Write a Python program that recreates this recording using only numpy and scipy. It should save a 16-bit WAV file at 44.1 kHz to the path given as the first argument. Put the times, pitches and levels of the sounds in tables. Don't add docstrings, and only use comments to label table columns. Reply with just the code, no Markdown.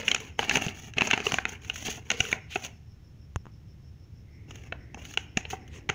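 import sys
import numpy as np
from scipy import signal
from scipy.fft import rfft, irfft
from scipy.io import wavfile
from scipy.ndimage import uniform_filter1d

SR = 44100
rng = np.random.default_rng(int(sys.argv[2]) if len(sys.argv) > 2 else 0)


def master_out(mix):
    frames = np.transpose(np.atleast_2d(mix))
    ceiling = np.clip(frames, -1, 1)
    pcm = np.round(ceiling * 32767).astype(np.int16)
    wavfile.write(sys.argv[1], SR, pcm)


N = 261954
TIME = np.arange(N) / SR


def undb(db):
    return 10 ** (np.asarray(db) / 20)


def unit(x):
    return x / np.sqrt(np.mean(x ** 2) + 1e-18)


def add(out, s, x):
    i = max(int(s * SR), 0)
    out[i:i + len(x)] += x[:max(len(out) - i, 0)]


def response(points, size=4096):
    hz, db = np.transpose(points)
    f = np.maximum(np.fft.rfftfreq(size, 1 / SR), 1)
    log_gain = np.log(undb(np.interp(np.log(f), np.log(hz), db)))
    cepstrum = irfft(log_gain)
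    cepstrum[1:size // 2] *= 2
    cepstrum[size // 2 + 1:] = 0
    return irfft(np.exp(rfft(cepstrum)))[:size // 2]


def through(x, impulse):
    return signal.fftconvolve(x, impulse)[:len(x)]


def resonate(x, hz, width_hz):
    return signal.lfilter(*signal.iirpeak(hz, hz / width_hz, fs=SR), x)


def resonate_twice(x, hz, width_hz):
    return resonate(resonate(x, hz, width_hz), hz, width_hz)


def walk(rate):
    k = max(int(SR / rate), 1)
    steps = np.repeat(rng.standard_normal(N // k + 1), k)
    return unit(uniform_filter1d(steps, k)[:N])


def reflect(x, lag_s, share):
    i = np.arange(len(x))
    echo = np.interp(i - lag_s * SR, i, x, left=0)
    return x - np.clip(share, 0, .9) * echo


def slips(rate, spread_db):
    hit = rng.random(N) < rate / SR
    size = undb(spread_db * np.minimum(rng.exponential(size=N), 4))
    return unit(hit * size * rng.choice([-1, 1], N))


# (time [s], flap level [dB], crack level [dB], tick level [dB], crack pitch [Hz], buckling length [s])
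CREASE_SNAPS = [(0.0806, -54.5, -17.5, -36.5, 2480, 0.0031), (0.0864, -42.5, -29, -32.5, 2650, 0.00095),
                (0.1145, -38.5, -19, -29.5, 2960, 0.0037), (0.1464, -35.5, -23, -27, 2700, 0.0037),
                (0.162, -44, -32.5, -54, 2420, 0.0032), (0.392, -22.5, -22.5, -37, 2180, 0.0011),
                (0.4276, -30, -32.5, -48, 2600, 0.0039), (0.4952, -36, -20.5, -30, 2980, 0.0018),
                (0.511, -35, -23.5, -38.5, 1960, 0.0048), (0.556, -28.5, -20, -29.5, 2540, 0.0033),
                (0.5705, -25, -27.5, -30.5, 2520, 0.0018), (0.665, -35, -37, -38, 2600, 0.0004),
                (0.937, -64.5, -43.5, -52.5, 2760, 0.0009), (0.983, -31, -20.5, -37, 2870, 0.0042),
                (1.0092, -34.5, -20, -39, 2580, 0.0026), (1.0192, -26, -19.5, -39, 2340, 0.0021),
                (1.0715, -31, -32, -31.5, 2570, 0.0074), (1.111, -35, -18.5, -30.5, 2550, 0.0028),
                (1.1314, -25.5, -17.5, -36.5, 2540, 0.011), (1.1767, -29.5, -30, -42.5, 2400, 0.00041),
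                (1.203, -36.5, -34.5, -44, 2500, 0.00063), (1.267, -24.5, -21.5, -35.5, 2640, 0.004),
                (1.32, -30.5, -28, -33, 2820, 0.0017), (1.3419, -29, -24, -31.5, 2480, 0.00061),
                (1.3851, -29.5, -22, -45, 1800, 0.0032), (1.4535, -34.5, -23.5, -43.5, 2240, 0.0011),
                (1.6987, -43.5, -25, -42, 2780, 0.0011), (2.1029, -36, -21, -28, 2700, 0.0024),
                (2.115, -34, -26, -31, 2590, 0.0029), (2.2041, -29.5, -17.5, -26.5, 2770, 0.0033),
                (2.328, -30, -19, -36, 2030, 0.0014), (2.5573, -25.5, -25.5, -44, 2467, 0.0059),
                (4.508, -52, -45, -51.5, 2470, 0.0049), (4.723, -34.5, -32, -60.5, 1960, 0.0034),
                (4.9446, -42, -43, -49.5, 2560, 0.0028), (5.1741, -33, -20.5, -38.5, 2580, 0.0016),
                (5.372, -29, -22, -29, 2600, 0.0038), (5.4527, -44.5, -36.5, -80, 2790, 0.00077),
                (5.8909, -30.5, -26, -41, 2210, 0.0057), (5.898, -30.5, -24, -35.5, 2750, 0.0027)]
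# (frequency [Hz], relative level [dB])
FLAP_COLOUR = [(90, -1.5), (190, 0.5), (300, -1.5), (430, 9.5), (560, -2.5), (760, 8.5), (1150, -5),
               (1600, -6.5), (2300, -19.5), (4000, -59.5)]
CRACK_COLOUR = [(700, -32.5), (1400, 3.5), (2000, 1), (2900, 5.5), (3400, -4), (4200, -6.5), (5500, -30.5),
                (8000, -49.5)]
TICK_COLOUR = [(3000, -50), (4300, -12), (5200, -1), (6000, 8.5), (6600, 10.5), (7300, -4.5), (8300, -20),
               (10300, -15), (13500, -38.5), (15200, -17)]


def snaps(ring_width_hz=700, ring_s=0.0091, spread_width_hz=900, plain=0.19, fibres=0.21, flutter_db=-22,
          flutter_s=0.048, strain_db=-26, strain_s=0.0018, echo=0.6, size=2048):
    lead = size // 8
    near, spread = np.zeros(N), np.zeros(N)
    t = (np.arange(size) - lead) / SR
    flap, crack, tick = response(FLAP_COLOUR), response(CRACK_COLOUR), response(TICK_COLOUR)
    window = np.sqrt(.008 * SR / size)
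    strain = undb(strain_db) * np.exp(-abs(t) / strain_s)
    flutter = undb(flutter_db) * np.exp(-abs(t) / flutter_s)
    lags = rng.uniform(.001, .003, len(CREASE_SNAPS))
    grits = rng.standard_normal((len(CREASE_SNAPS), 2, size))
    for (s, flap_db, crack_db, tick_db, hz, length), lag, grit in zip(CREASE_SNAPS, lags, grits):
        run = np.exp(-(t / max(length, 1 / SR)) ** 2)
        force = fibres * grit * np.where(t < 0, strain, run + flutter)
        force[:, lead] += 1
        push = reflect(force[0], lag, echo)
        panel = undb(flap_db) * unit(through(push * (t >= 0), flap))
        knock = through(push, crack)
        fold = resonate(knock * np.exp(-abs(t) / ring_s), hz, ring_width_hz) + plain * knock
        sheet = resonate(through(force[0], crack), hz, spread_width_hz)
        edge = undb(tick_db) * unit(through(force[1], tick))
        for out, middle in ((near, fold), (spread, sheet)):
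            add(out, s - lead / SR, window * (panel + undb(crack_db) * unit(middle) + edge))
    return near, spread


# (start [s], length [s], rustle level [dB], hiss level [dB])
PAPER_STROKES = [(0.0, 0.0033, -33.5, -42.5), (0.053, 0.041, -43.5, -45.5), (0.088, 0.08, -39, -55.5),
                 (0.203, 0.08, -47.5, -54.5), (0.393, 0.059, -36, -45), (0.485, 0.025, -33, -50),
                 (0.525, 0.035, -29, -35.5), (0.614, 0.075, -36.5, -43.5), (0.751, 0.12, -49, -51),
                 (0.973, 0.0081, -32, -53), (1.033, 0.037, -36, -43), (1.101, 0.11, -35.5, -53.5),
                 (1.241, 0.098, -36.5, -42), (1.356, 0.051, -41, -49.5), (1.483, 0.049, -43.5, -50),
                 (1.624, 0.087, -49.5, -54.5), (1.744, 0.1, -45, -43.5), (1.853, 0.013, -34, -33.5),
                 (1.901, 0.015, -39, -36), (1.946, 0.023, -46.5, -46), (2.052, 0.05, -52, -59),
                 (2.107, 0.036, -37.5, -49.5), (2.173, 0.16, -41.5, -45.5), (2.51, 0.063, -51.5, -50.5),
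                 (2.597, 0.039, -50, -51), (2.64, 0.0026, -38.5, -37), (4.49, 0.18, -53.5, -63),
                 (4.98, 0.064, -52, -60), (5.047, 0.089, -48.5, -50.5), (5.18, 0.062, -58, -62),
                 (5.371, 0.012, -44.5, -56), (5.508, 0.0059, -39, -39), (5.735, 0.051, -51.5, -62)]
SWELL_DB_PER_S = 1500
RUSTLE_FALL_DB_PER_S, HISS_FALL_DB_PER_S = 252.5, 515.5
SILENT_DB = -140


def stroke_gain(levels_db, fall_db_per_s):
    power = np.zeros(N)
    for (start, length, _, _), db in zip(PAPER_STROKES, levels_db):
        early = np.maximum(start - TIME, 0)
        late = np.maximum(TIME - start - length, 0)
        level_db = db - SWELL_DB_PER_S * early - fall_db_per_s * late
        power += undb(np.maximum(level_db, SILENT_DB)) ** 2
    return np.sqrt(power)


# (frequency [Hz], relative level [dB])
RUSTLE_COLOUR = [(110, -9.5), (220, 6), (340, -6), (440, 7.5), (580, -4), (800, -1.5), (1250, -9.5),
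                 (1900, -2), (2800, 2), (3500, -19.5), (4700, -26), (7000, -47)]
HISS_COLOUR = [(1400, -34), (2600, -1), (3300, 4.5), (4700, -23), (5700, 2), (6600, 7.5), (7300, -7),
               (8400, -20), (10300, -11.5), (13500, -26.5), (15000, -8)]


def sliding(flex, contact, rustle_db=-3, hiss_db=-1.0, jerk_db=2.5, echo=0.72, gap_s=0.00179, sway=.2):
    coarse = slips(rate=1500, spread_db=3.0)
    fine = unit(slips(rate=12000, spread_db=5.5) + 0.96 * coarse)
    lag = gap_s * np.exp(sway * walk(rate=6.5))
    body = unit(through(reflect(coarse, lag, echo), response(RUSTLE_COLOUR)))
    surface = unit(through(fine, response(HISS_COLOUR)))
    drag = body * flex * undb(rustle_db) + surface * contact * undb(hiss_db)
    return drag * undb(jerk_db * walk(rate=110))


def crinkles(flex, contact, low_hz=1100, high_hz=3400, q=7.5, count=7, firm_db=-37, pops_db=-7,
             crackle_hz=4300, crackle_width_hz=1900, crackle_db=-9):
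    pitches = np.geomspace(low_hz, high_hz, count)
    pops = sum(resonate(slips(rate=40, spread_db=4.5), hz, hz / q) for hz in pitches)
    pops = unit(through(pops, response(CRACK_COLOUR))) * undb(pops_db) * flex
    crackle = resonate_twice(slips(rate=1200, spread_db=3.8), crackle_hz, crackle_width_hz)
    crackle = unit(crackle) * undb(crackle_db) * np.sqrt(flex * contact)
    bent = np.sqrt(np.minimum(flex / undb(firm_db), 1))
    return bent * (pops + crackle)


def bursts(times, levels_db, colour, decay_s):
    gain = np.zeros(N)
    for s, db in zip(times, levels_db):
        add(gain, s, undb(db) * np.exp(-TIME[:SR // 4] / decay_s))
    impulse = response(colour)
    return through(gain * rng.standard_normal(N), impulse / np.linalg.norm(impulse))


# (time [s], rasp level [dB], hiss level [dB])
EDGE_CATCHES = [(0.202, -43, -41.5), (1.104, -29, -38), (1.492, -45, -39), (1.647, -46, -48),
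                (1.758, -38.5, -35.5), (2.2515, -35, -41), (2.316, -34.5, -37), (2.55, -47, -38.5),
                (2.648, -39.5, -35.5), (2.663, -46, -43), (4.556, -50, -48), (5.052, -42, -44),
                (5.138, -42, -42.5), (5.502, -39, -36.5), (5.678, -54.5, -54.5)]
# (time [s], level [dB])
FINGER_PATS = [(1.883, -35.5), (1.978, -40.5), (2.37, -44.5), (4.972, -44.5), (5.53, -30)]


def touches(catch_s=0.0048, pat_s=0.0078, catch_db=3, pat_db=3):
    caught, rasp_db, hiss_db = np.transpose(EDGE_CATCHES)
    rasps = bursts(caught, rasp_db, CRACK_COLOUR, catch_s)
    hisses = bursts(caught, hiss_db, HISS_COLOUR, catch_s)
    pats = bursts(*np.transpose(FINGER_PATS), FLAP_COLOUR, pat_s)
    return undb(catch_db) * (rasps + hisses) + undb(pat_db) * pats


# (time [s], level [dB], frequency [Hz])
AIR_PUFFS = [(0.665, -17.5, 158), (0.968, -25, 152), (1.018, -16.5, 225), (1.134, -17.5, 202),
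             (1.333, -22, 181), (1.885, -25.5, 200), (2.204, -21, 113.4), (3.3617, -21, 83.7),
             (4.948, -32, 230), (5.371, -14, 213), (5.896, -28.5, 115)]
PUFF_CYCLES = 4.73


def puffs(rise_s=0.00138, gain_db=3):
    out, t = np.zeros(N), TIME[:SR // 4]
    for s, db, hz in AIR_PUFFS:
        rise = 1 - np.exp(-t / rise_s)
        fall = np.exp(-np.log(1000) * t * hz / PUFF_CYCLES)
        add(out, s, undb(db + gain_db) * np.sin(2 * np.pi * hz * t) * rise * fall)
    return out


# (time [s], rms level over 8 ms [dB], decay time of the push [s])
PHONE_TAPS = [(3.36, -30, 0.000011), (3.4556, -47.5, 0.000092), (3.4675, -45, 0.00016)]
# (frequency [Hz], relative level [dB])
TAP_COLOUR = [(150, 6.5), (420, 2), (600, -4.5), (1000, 2.5), (1800, -4), (2300, -17), (2700, -6),
              (3500, -15.5), (4800, -35), (6600, -7), (8200, -29), (11000, -26), (14500, -50)]


def taps(size=512):
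    out, colour = np.zeros(N), response(TAP_COLOUR)
    window = np.sqrt(.008 * SR / size)
    for s, db, length in PHONE_TAPS:
        push = np.exp(-TIME[:size] / length)
        add(out, s, -undb(db) * window * unit(through(push, colour)))
    return out


# (time [s], level [dB])
HANDLING_LEVEL = [(0, -62), (1.4, -62), (2.8, -74), (4.15, -67.5), (4.38, -56.5), (5.94, -58)]


def handling(boom_hz=72, rub_hz=290, q=1.5, boom_db=3, rub_db=-1):
    bands = np.zeros(N)
    for hz, db in ((boom_hz, boom_db), (rub_hz, rub_db)):
        bands += undb(db) * unit(resonate_twice(rng.standard_normal(N), hz, hz / q))
    level_db = np.interp(TIME, *np.transpose(HANDLING_LEVEL))
    return bands * undb(level_db + 2 * walk(rate=11))


# (middle [s], half width [s], level [dB], pitch [Hz], bandwidth of each of two resonances
# [Hz])
THUMB_RUBS = [(2.385, 0.049, -54, 2170, 400), (2.532, 0.028, -43, 2655, 1700),
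              (3.48, 0.025, -64.5, 1001, 1400), (4.39, 0.12, -67, 2106, 378), (4.86, 0.21, -63.5, 1970, 460),
              (5.6, 0.24, -63, 2010, 600), (5.751, 0.039, -56.5, 2550, 1600),
              (5.757, 0.033, -59.5, 6200, 1700)]


def thumb_rubs():
    grain = slips(rate=4200, spread_db=1.5)
    out = np.zeros(N)
    for s, half, db, hz, width_hz in THUMB_RUBS:
        swell = np.exp(-((TIME - s) / half) ** 2)
        out += unit(resonate_twice(grain, hz, width_hz)) * undb(db) * swell
    return out


ROOM_DB, ROOM_T60_S, ROOM_TREBLE_T60_S = -15, 0.53, 0.44


def room(x, split_hz=1900, first_s=0.0018, treble_db=-4):
    t = TIME[:SR]
    low_pass = signal.butter(2, split_hz, fs=SR, output="sos")
    high_pass = signal.butter(2, split_hz, "high", fs=SR, output="sos")
    low = signal.sosfilt(low_pass, rng.standard_normal(SR))
    high = signal.sosfilt(high_pass, rng.standard_normal(SR))
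    tail = low * np.exp(-np.log(1000) * t / ROOM_T60_S)
    tail += undb(treble_db) * high * np.exp(-np.log(1000) * t / ROOM_TREBLE_T60_S)
    tail *= (t > first_s) / np.sqrt(SR * ROOM_T60_S / (2 * np.log(1000)))
    return undb(ROOM_DB) * through(x, tail)


def cricket(hz=5380):
    period_s, chirp_s, width_hz, db, pause_db = .1595, 4.028, 320, -69.5, -13
    band = unit(resonate_twice(rng.standard_normal(N), hz, width_hz))
    cycle = np.cos(2 * np.pi * (TIME - chirp_s) / period_s)
    wings = (1 + np.tanh(2 * cycle - .5)) / 2
    return band * undb(db + pause_db * (1 - wings))


# (frequency [Hz], relative level per Hz [dB])
AMBIENCE_COLOUR = [(40, -13.5), (70, 2), (120, -1), (170, -9.5), (280, -22), (600, -33.5), (1200, -39),
                   (2700, -39), (4600, -47), (6300, -43.5), (8000, -57), (13500, -57), (15000, -50.5)]
AMBIENCE_DB = -48


def ambience():
    return undb(AMBIENCE_DB) * unit(through(rng.standard_normal(N), response(AMBIENCE_COLOUR)))


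def scene():
    _, _, rustle_db, hiss_db = np.transpose(PAPER_STROKES)
    flex = stroke_gain(rustle_db, RUSTLE_FALL_DB_PER_S)
    contact = stroke_gain(hiss_db, HISS_FALL_DB_PER_S)
    near, spread = snaps()
    soft = sliding(flex, contact) + crinkles(flex, contact) + touches() + thumb_rubs()
    close = near + soft + room(spread + soft) + puffs()
    return (close + taps() + handling() + cricket() + ambience())[None]


TOP_HZ = 15450


def record(dry):
    ceiling = .7
    rounded = ceiling * np.tanh(dry / ceiling)
    return signal.sosfilt(signal.ellip(8, .2, 70, TOP_HZ, fs=SR, output="sos"), rounded)


dry = scene()
out = record(dry)
master_out(out)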